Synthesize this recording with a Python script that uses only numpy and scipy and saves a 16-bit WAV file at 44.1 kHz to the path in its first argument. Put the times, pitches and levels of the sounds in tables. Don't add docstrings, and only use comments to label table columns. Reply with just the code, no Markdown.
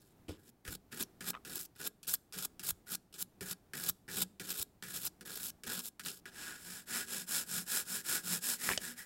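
import sys
import numpy as np
from scipy import signal
from scipy.fft import rfft, irfft
from scipy.io import wavfile

SR = 44100
rng = np.random.default_rng(int(sys.argv[2]) if len(sys.argv) > 2 else 0)


def master(y):
    cut = np.clip(np.atleast_2d(y).T, -1, 1)
    pcm = np.round(cut * 32767)
    wavfile.write(sys.argv[1], SR, pcm.astype(np.int16))


N = 399105
T = np.arange(N) / SR
GRID_HZ = np.maximum(np.arange(4097) * SR / 8192, 1)


# freq_hz, gain_db
FLICK_EQ = [(150, -48.5), (600, -13.5), (1100, -13), (2100, -14), (2500, -10), (3700, -2.5), (4700, -8),
            (5300, -2), (5900, -13), (6400, -7), (7400, -1), (9000, -4), (11000, -2.5), (12600, -1.5),
            (14300, -9.5), (15500, -5.5)]
# start_s, end_s, halfway_hiss_db, swell_db,
# board_db, support_db, board_pitch_hz, support_pitch_hz, brightness_db_per_octave
BRUSH_DRAGS = [ (0, 0.137, -72, -12, -90, -90, 1600, 240, 0),
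               (0.279, 0.375, -61.5, -17, -96, -59.5, 1790, 300, -8.5),
               (0.371, 0.504, -68.5, 16, -77, -70, 1630, 240, 0.5),
               (0.645, 0.759, -50.5, 16.5, -59.5, -57.5, 1370, 164, .5),
               (0.908, 1.037, -48.5, 23, -57.5, -56.5, 1600, 246, -.5),
               (1.204, 1.312, -46, 22, -53, -54, 1540, 209, -0.5),
               (1.45, 1.575, -48.5, 14.5, -58.5, -55, 1500, 352, -0.5),
               (1.571, 1.663, -44.5, -9, -64.5, -66, 1570, 165, 3),
               (1.751, 1.797, -58.5, 8, -65, -68, 1580, 150, -2),
               (1.792, 1.884, -44.5, 4, -55.5, -55.5, 1550, 360, -0.5),
               (2.07, 2.155, -38.5, -1, -61, -59.5, 1480, 140, 3),
               (2.325, 2.461, -43.5, 10.5, -56, -61, 1450, 372, 0),
               (2.626, 2.714, -39, 12.5, -58.5, -58, 1580, 163.5, 2),
               (2.86, 2.957, -44, 23.5, -57, -55.5, 1520, 178, 1.5),
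               (3.146, 3.179, -59, 8, -67, -70, 1520, 172, -1),
               (3.175, 3.23, -41.5, 18.5, -60.5, -59.5, 1570, 169, 2.5),
               (3.408, 3.535, -46.5, 14.5, -56, -58, 1530, 183, 0.5),
               (3.741, 3.906, -42, 14.5, -54, -53.5, 1600, 169, 0.5),
               (4.087, 4.239, -42, 15, -56.5, -50, 1610, 170, -0.5),
               (4.398, 4.532, -45, 16, -55, -58.5, 1600, 263, -.5),
               (4.527, 4.632, -41.5, 14, -59.5, -61, 1510, 366, 1.5),
               (4.823, 4.978, -48, 14, -57.5, -60, 1650, 169, 0.5),
               (4.967, 5.084, -42, 11, -59.5, -57, 1570, 166, 1.5),
               (5.247, 5.38, -46, 7.5, -57, -58, 1610, 364, -0.5),
               (5.371, 5.506, -42.5, 4, -61, -60.5, 1530, 207, 2),
               (5.662, 5.812, -43.5, -2.5, -54.5, -52, 1600, 210, -1.5),
               (5.808, 5.892, -47, 6.5, -69.5, -69, 1590, 210, 2),
               (6.018, 6.048, -61, 16, -72, -63, 1550, 181, 5),
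               (6.048, 6.203, -50.5, -22, -67, -69, 1540, 357, 1),
               (6.255, 6.309, -58.5, -8, -61.5, -68, 1630, 265, -6), ]

def dabbing(attack_s=0.0098, release_s=0.0049, board_share=0.86, board_sag_db=13, support_sag_db=8):
    force = bristle_slips(rate_hz=9000, scatter_db=1.5, tuft_rate_hz=380, tuft_db=3.5)
    force *= undb(1.43 * wander(90))
    out = np.zeros(N)
    for start, end, hiss_db, swell_db, board_db, support_db, *timbre in BRUSH_DRAGS:
        done = progress(start, end)
        touch = np.clip((end - start) * np.minimum(done / attack_s, (1 - done) / release_s), 0, 1)
        slopes_db = swell_db, board_share * swell_db - board_sag_db, swell_db - support_sag_db
        envelopes = [touch * undb(mid_db + slope_db * (done - .5))
                     for mid_db, slope_db in zip((hiss_db, board_db, support_db), slopes_db)]
        out += stroke(force, start, envelopes, timbre, FLICK_EQ)
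    return out


# freq_hz, gain_db
SLIDE_EQ = [(150, -29), (600, -16), (1100, -13), (2100, -26.5), (2500, -9.5), (3700, -4.5), (4700, -6),
            (5250, 0.5), (5800, -7), (6400, -5.5), (7400, 1), (9000, -2.5), (11000, -1), (12600, -3),
            (14200, -8), (15500, -6)]
# start_s, end_s, hiss_db, fastest_at_fraction,
# board_db, support_db, board_pitch_hz, support_pitch_hz, brightness_db_per_octave
SCRUB_STROKES = [ (6.299, 6.616, -47.5, 0.46, -50.5, -60.5, 1590, 277, -3.1),
                 (6.542, 6.853, -48, 0.66, -57, -60, 1540, 202, -1),
                 (6.857, 7.061, -38, 0.59, -44.5, -52, 1620, 247, -1.3),
                 (7.047, 7.26, -39.5, 0.54, -51, -51.5, 1590, 204, -1),
                 (7.261, 7.456, -34, 0.47, -47, -53, 1550, 253, -0.1),
                 (7.452, 7.653, -37.5, 0.56, -50.5, -49, 1540, 197, 0.2),
                 (7.652, 7.846, -33.5, 0.54, -46, -54, 1550, 261, 0.2),
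                 (7.84, 8.036, -38, 0.52, -49.5, -53.5, 1570, 208, -0.2),
                 (8.031, 8.221, -33.5, 0.52, -43.5, -53, 1500, 274, 0),
                 (8.213, 8.403, -34.5, 0.66, -47.5, -46.5, 1540, 187, -0.2),
                 (8.402, 8.575, -33, 0.55, -47.5, -54.5, 1620, 248, 0),
                 (8.562, 8.791, -36.5, .52, -45.5, -50.5, 2000, 216, 0.2),
                 (8.781, 8.959, -43.5, 0.41, -50.5, -55, 1680, 234, -0.7),
                 (8.953, 9.062, -49, 0.37, -53, -65, 1790, 204, -0.5), ]

def scrubbing(glide=0.029, creep=0.12, speed_powers=(1.8, 1.68, 1.54)):
    force = bristle_slips(rate_hz=18000, scatter_db=5.5, tuft_rate_hz=490, tuft_db=2.0)
    out = np.zeros(N)
    for k, (start, end, hiss_db, fastest_at, board_db, support_db, *timbre) in enumerate(SCRUB_STROKES):
        swing = np.sin(np.interp(progress(start, end), [0, fastest_at, 1], [0, np.pi / 2, np.pi]))
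        speed = creep + (1 - creep) * swing
        envelopes = [undb(top_db) * speed ** power
                     for top_db, power in zip((hiss_db, board_db, support_db), speed_powers)]
        bend = glide if k % 2 else -glide
        out += stroke(force, start, envelopes, timbre, SLIDE_EQ, bend, boost_db=9)
    return out


def bristle_slips(rate_hz, scatter_db, tuft_rate_hz, tuft_db):
    slips = (rng.random(N) < rate_hz / SR) * rng.choice([-1, 1], N)
    sizes = undb(scatter_db * np.clip(rng.standard_normal(N), -2, 2))
    bunching = undb(tuft_db * np.tanh(wander(tuft_rate_hz) / 2) * 2)
    force = slips * sizes * bunching
    return force / force.std()


# pitch_hz, width_hz, level_db
BOARD_RING = [(850, 118, -14.5), (1265, 36, -5), (1456, 80, -2.5), (1639, 18, -1), (1725, 120, -3),
              (1923, 100, -3.5), (2297, 220, -6.5)]
# pitch_hz, width_hz, level_db
SUPPORT_RUMBLE = [(151, 33.6, -3.5), (186.6, 18.2, 2), (229.4, 18, -2.5), (302, 71, -5), (417.5, 48, -2),
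                  (518, 22, -10)]

def stroke(force, start, envelopes, timbre, bristle_eq, glide=0, boost_db=7):
    board_hz, support_hz, tilt_db = timbre
    tilted_eq = [(hz, db + tilt_db * np.log2(max(hz, 2000) / 8000)) for hz, db in bristle_eq]
    hiss = eq([(40, -84.5)] + tilted_eq)
    early_ring = resonator(BOARD_RING, board_hz * (1 - glide), boost_db, reach=0.14)
    late_ring = resonator(BOARD_RING, board_hz * (1 + glide), boost_db, reach=0.14)
    rumble = resonator(SUPPORT_RUMBLE, support_hz, boost_db=12.5, reach=0.14)
    slips = force[int(start * SR):][:len(envelopes[0])]
    on_bristles, on_board, on_support = (slips * envelope[:len(slips)] for envelope in envelopes)
    travel = np.sin(np.linspace(0, np.pi / 2, len(slips))) ** 2
    out = np.zeros(N)
    for drive, response in [(on_bristles, hiss), (on_board * (1 - travel), early_ring),
                            (on_board * travel, late_ring), (on_support, rumble)]:
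        add(out, start, signal.fftconvolve(drive, response))
    return out


# freq_hz, gain_db
TIP_EQ = [(150, -28.5), (600, -21), (1500, -6.5), (2100, -11), (2600, 1), (4200, 0), (5300, 3),
          (6300, -2.5), (8000, 2), (11000, -2), (15700, -8)]
# start_s, tick_db, ring_db, thud_db
TUFT_LANDINGS = [(.292, -48.5, -59, -49), (0.652, -50, -50, -54), (0.678, -41, -46, -46),
                 (.926, -46, -50, -44.5), (1.208, -42, -45, -47.5), (1.45, -43.5, -51, -57),
                 (2.031, -45.5, -70, -74), (2.047, -63, -66, -63), (2.07, -46, -66, -78),
                 (2.325, -43.5, -57, -73), (2.339, -45, -58, -54), (2.362, -61, -60, -46.5),
                 (2.595, -40, -54.5, -58), (2.599, -53, -54, -60), (3.127, -53, -78, -71),
                 (3.141, -44.5, -66, -60), (3.409, -40.5, -46.5, -42.5), (3.735, -40.5, -41, -49),
                 (4.08, -54, -48, -51), (4.087, -48, -44, -52), (4.398, -40, -45, -45.5),
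                 (4.825, -41, -47, -52), (4.836, -47, -47.5, -58), (5.21, -46.5, -53, -50.5),
                 (5.636, -41.5, -49, -48.5), (5.996, -40.5, -45, -59), (6.036, -48, -64, -58),
                 (6.061, -35, -46.5, -49), (6.084, -35.5, -55, -59), (6.256, -48, -47.5, -58)]

def landing(lead_s=0.00056, gap_s=0.0073, hit_s=0.0046, settle_s=0.035, thud_s=0.029):
    tips, board, support = np.zeros((3, N))
    t = T[:SR // 10]
    for start, tick_db, ring_db, thud_db in TUFT_LANDINGS:
        gaps = gap_s * (rng.random(4) + .5)
        for k, delay in enumerate(np.cumsum(gaps) - gaps[0]):
            hit = flurry(np.exp(-t / hit_s)) * undb(-6 * np.sqrt(k))
            add(tips, start - lead_s + delay, undb(tick_db - 1.5) * hit)
            add(board, start - lead_s + delay, undb(ring_db + 1) * hit)
        rustle = rng.standard_normal(len(t)) * np.exp(-t / settle_s)
        add(tips, start, undb(tick_db - 23.5) * rustle)
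        add(support, start, undb(thud_db + 5) * flurry(np.exp(-t / thud_s)))
    ticks = through(tips, eq(TIP_EQ))
    ring = through(board, resonator(BOARD_RING, pitch_hz=1590))
    thuds = through(support, resonator(SUPPORT_RUMBLE, pitch_hz=175))
    return ticks + ring + thuds


# freq_hz, gain_db
SNAP_EQ = [(150, -41.5), (600, -17.5), (1500, -8), (2300, -18), (3700, -6.5), (6200, -12), (7400, -3.5),
           (10000, -5.5), (12600, 5.5), (14000, -7.5), (15700, -1)]
# peak_s, level_db
TUFT_SNAPS = [(1.028, -32), (1.29, -33), (1.306, -33), (1.559, -33.5), (1.876, -31.5), (2.141, -23.5),
              (2.146, -29), (2.453, -35), (2.692, -30), (2.708, -27.5), (2.951, -45), (3.84, -35.5),
              (3.891, -25.5), (3.898, -25.5), (4.17, -36), (4.205, -38), (4.222, -24.5), (4.228, -44.5),
              (4.519, -37), (4.628, -32), (4.966, -37), (5.054, -32.5), (5.36, -38), (5.736, -35.5),
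              (5.794, -41)]

def snapping(attack_s=0.0038, release_s=0.00085, lead_s=0.01):
    force = np.zeros(N)
    t = T[:SR // 50] - lead_s
    swell = np.exp(-(t / np.where(t < 0, attack_s, release_s)) ** 2)
    for peak_s, level_db in TUFT_SNAPS:
        add(force, peak_s - lead_s, undb(level_db + 1.5) * flurry(swell))
    return through(force, eq(SNAP_EQ))


def flurry(envelope):
    return unit(rng.standard_normal(len(envelope)) * envelope) * np.sqrt(3 * SR / 1000)


def pinging(rate_hz=130, centre_hz=5200, spread_octaves=0.6, decay_s=0.00054):
    out, t = np.zeros(N), T[:SR // 100]
    for start, end, hiss_db, swell_db, *_ in BRUSH_DRAGS:
        count = int(rate_hz * (end - start))
        for place, pitch, strength in rng.random((count, 3)):
            pitch_hz = centre_hz * 2 ** (spread_octaves * (pitch - .5))
            tick = np.sin(2 * np.pi * pitch_hz * t) * np.exp(-t / decay_s)
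            level_db = hiss_db + swell_db * (place - .5) + 10 * strength - 2
            add(out, start + place * (end - start), undb(level_db) * tick)
    return out


# start_s, level_db, pitch_hz, t60_s, relative_crack_db
BOARD_KNOCKS = [(1.3337, -43, 1320, .014, -4), (1.341, -43.5, 1110, 0.022, 7), (1.344, -51, 1240, 0.02, -1),
                (1.35, -37, 1250, 0.027, 1.5), (1.358, -42, 1090, 0.022, -6),
                (1.366, -42.5, 1260, 0.021, -3), (1.373, -42, 1230, .016, -11),
                (8.6903, -16, 1740, 0.0066, -9.5), (8.698, -35, 910, 0.018, 7),
                (8.7032, -36, 1180, 0.013, 8), (8.7062, -39, 1300, .016, 9), (8.708, -35, 387, 0.033, -8),
                (8.714, -34, 1240, 0.014, 9), (8.7145, -33, 1700, 0.013, -5), (8.719, -29, 1770, 0.017, -7),
                (8.7228, -30.5, 1630, 0.017, -2), (8.7345, -25.5, 2330, .01, -15),
                (8.7763, -30, 3000, 0.019, 8.5), (8.7775, -28.5, 596, 0.012, -31)]

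def knocking(crack_s=0.002, crack_gain=0.63):
    out, t = np.zeros(N), T[:SR // 10]
    crack_shape = [(.2, -8), (1, -1), (2.2, 0), (2.9, -6), (4, -20), (10, -34)]  # pitch_ratio, gain_db
    for start, level_db, pitch_hz, t60_s, crack_db in BOARD_KNOCKS:
        tone = np.sin(2 * np.pi * pitch_hz * t) * np.exp(-np.log(1000) * t / t60_s)
        burst = rng.standard_normal(len(t)) * np.exp(-t / crack_s)
        crack = through(burst, eq([(pitch_hz * ratio, db) for ratio, db in crack_shape]))
        add(out, start, undb(level_db) * (tone + crack_gain * undb(crack_db) * crack))
    return out


# pitch_hz, width_hz, level_db
BENCH_MODES = [(45, 14, 5.5), (85.5, 36, 5.5), (200, 70, -32), (313, 100, 4), (430, 78, -5),
               (1150, 320, -15)]
# start_s, peak_db, push_s
BENCH_BUMPS = [(0.2941, -29.5, 0.0014), (0.307, -35, 0.0013), (.68, -41, 0.012), (2.719, -48, 0.008),
               (3.415, -49, 0.0045), (3.9, -51, 0.0047), (4.599, -49, .006), (4.86, -65, 0.0069),
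               (5.67, -53, 0.0087)]

def bumping():
    out, t = np.zeros(N), T[:8192]
    bench = sum(undb(db) * width * np.exp(-np.pi * width * t) * np.cos(2 * np.pi * hz * t)
                for hz, width, db in BENCH_MODES)
    for start, peak_db, push_s in BENCH_BUMPS:
        thud = through(bench, np.hanning(int(push_s * SR)))
        add(out, start, undb(peak_db) * thud / np.abs(thud).max())
    return out


def room_reverb(sound, predelay_s=0.002):
    def tail(level_db, t60_s, curve):
        t = T[:SR]
        decay = rng.standard_normal(SR) * np.exp(-np.log(1000) * t / t60_s) * (t > predelay_s)
        return undb(level_db) * through(unit(decay), eq(curve))
    bass = tail(-26, .4, [(60, 0), (400, 0), (900, -12), (2500, -32), (8000, -50)])
    near = tail(-18, .06, [(200, 0), (7000, 0), (16000, -4)])
    far = tail(-31, .42, [(200, 3), (2000, 2), (9000, 0), (12500, -7), (16000, -7)])
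    return through(sound, bass + near + far)


# freq_hz, gain_db
ROOM_TONE_EQ = [(25, -8), (45, -1.5), (85, -2), (130, -1.5), (240, -3.5), (350, -4.5), (520, -14),
                (730, -11.5), (1000, -18.5), (3000, -28.5), (8000, -32.5), (16000, -29.5)]

def room_tone(level_db=-68, waver_db=1.8):
    waver = undb(waver_db * wander(5))
    return through(rng.standard_normal(N), eq(ROOM_TONE_EQ)) * undb(level_db) * waver


def resonator(modes, pitch_hz, boost_db=5, reach=.13):
    power = 0
    for hz, width, db in modes:
        favour_db = boost_db * np.exp(-(np.log(hz / pitch_hz) / reach) ** 2)
        peak = undb(db + favour_db) / (1 + ((GRID_HZ - hz) / width) ** 2)
        power += peak ** 2
    return minimum_phase(np.sqrt(power))


def eq(curve):
    hz, db = np.transpose(curve)
    return minimum_phase(undb(np.interp(np.log(GRID_HZ), np.log(hz), db)))


def minimum_phase(gain):
    cepstrum = irfft(np.log(gain))
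    middle = len(gain) - 1
    cepstrum[1:middle] *= 2
    cepstrum[middle + 1:] = 0
    return unit(irfft(np.exp(rfft(cepstrum))))


def wander(rate_hz):
    drift = np.interp(T * rate_hz, np.arange(N), rng.standard_normal(N))
    return drift / drift.std()


def progress(start, end):
    return np.linspace(0, 1, int((end - start) * SR))


def undb(db):
    return 10 ** (np.asarray(db) / 20)


def unit(sound):
    return sound / np.sqrt(np.sum(sound ** 2))


def through(sound, response):
    return signal.fftconvolve(sound, response)[:len(sound)]


def add(out, start_s, sound):
    start = int(start_s * SR)
    out[start:start + len(sound)] += sound[:max(N - start, 0)]


def scene():
    cleaning = dabbing() + pinging() + scrubbing() + snapping() + landing() + knocking() + bumping()
    mono = cleaning + room_reverb(cleaning) + room_tone()
    return np.array([mono, mono])


def record(dry):
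    cutoff_hz = 15850
    return signal.sosfilt(signal.ellip(10, .2, 70, cutoff_hz, fs=SR, output="sos"), dry)


dry = scene()
out = record(dry)
master(out)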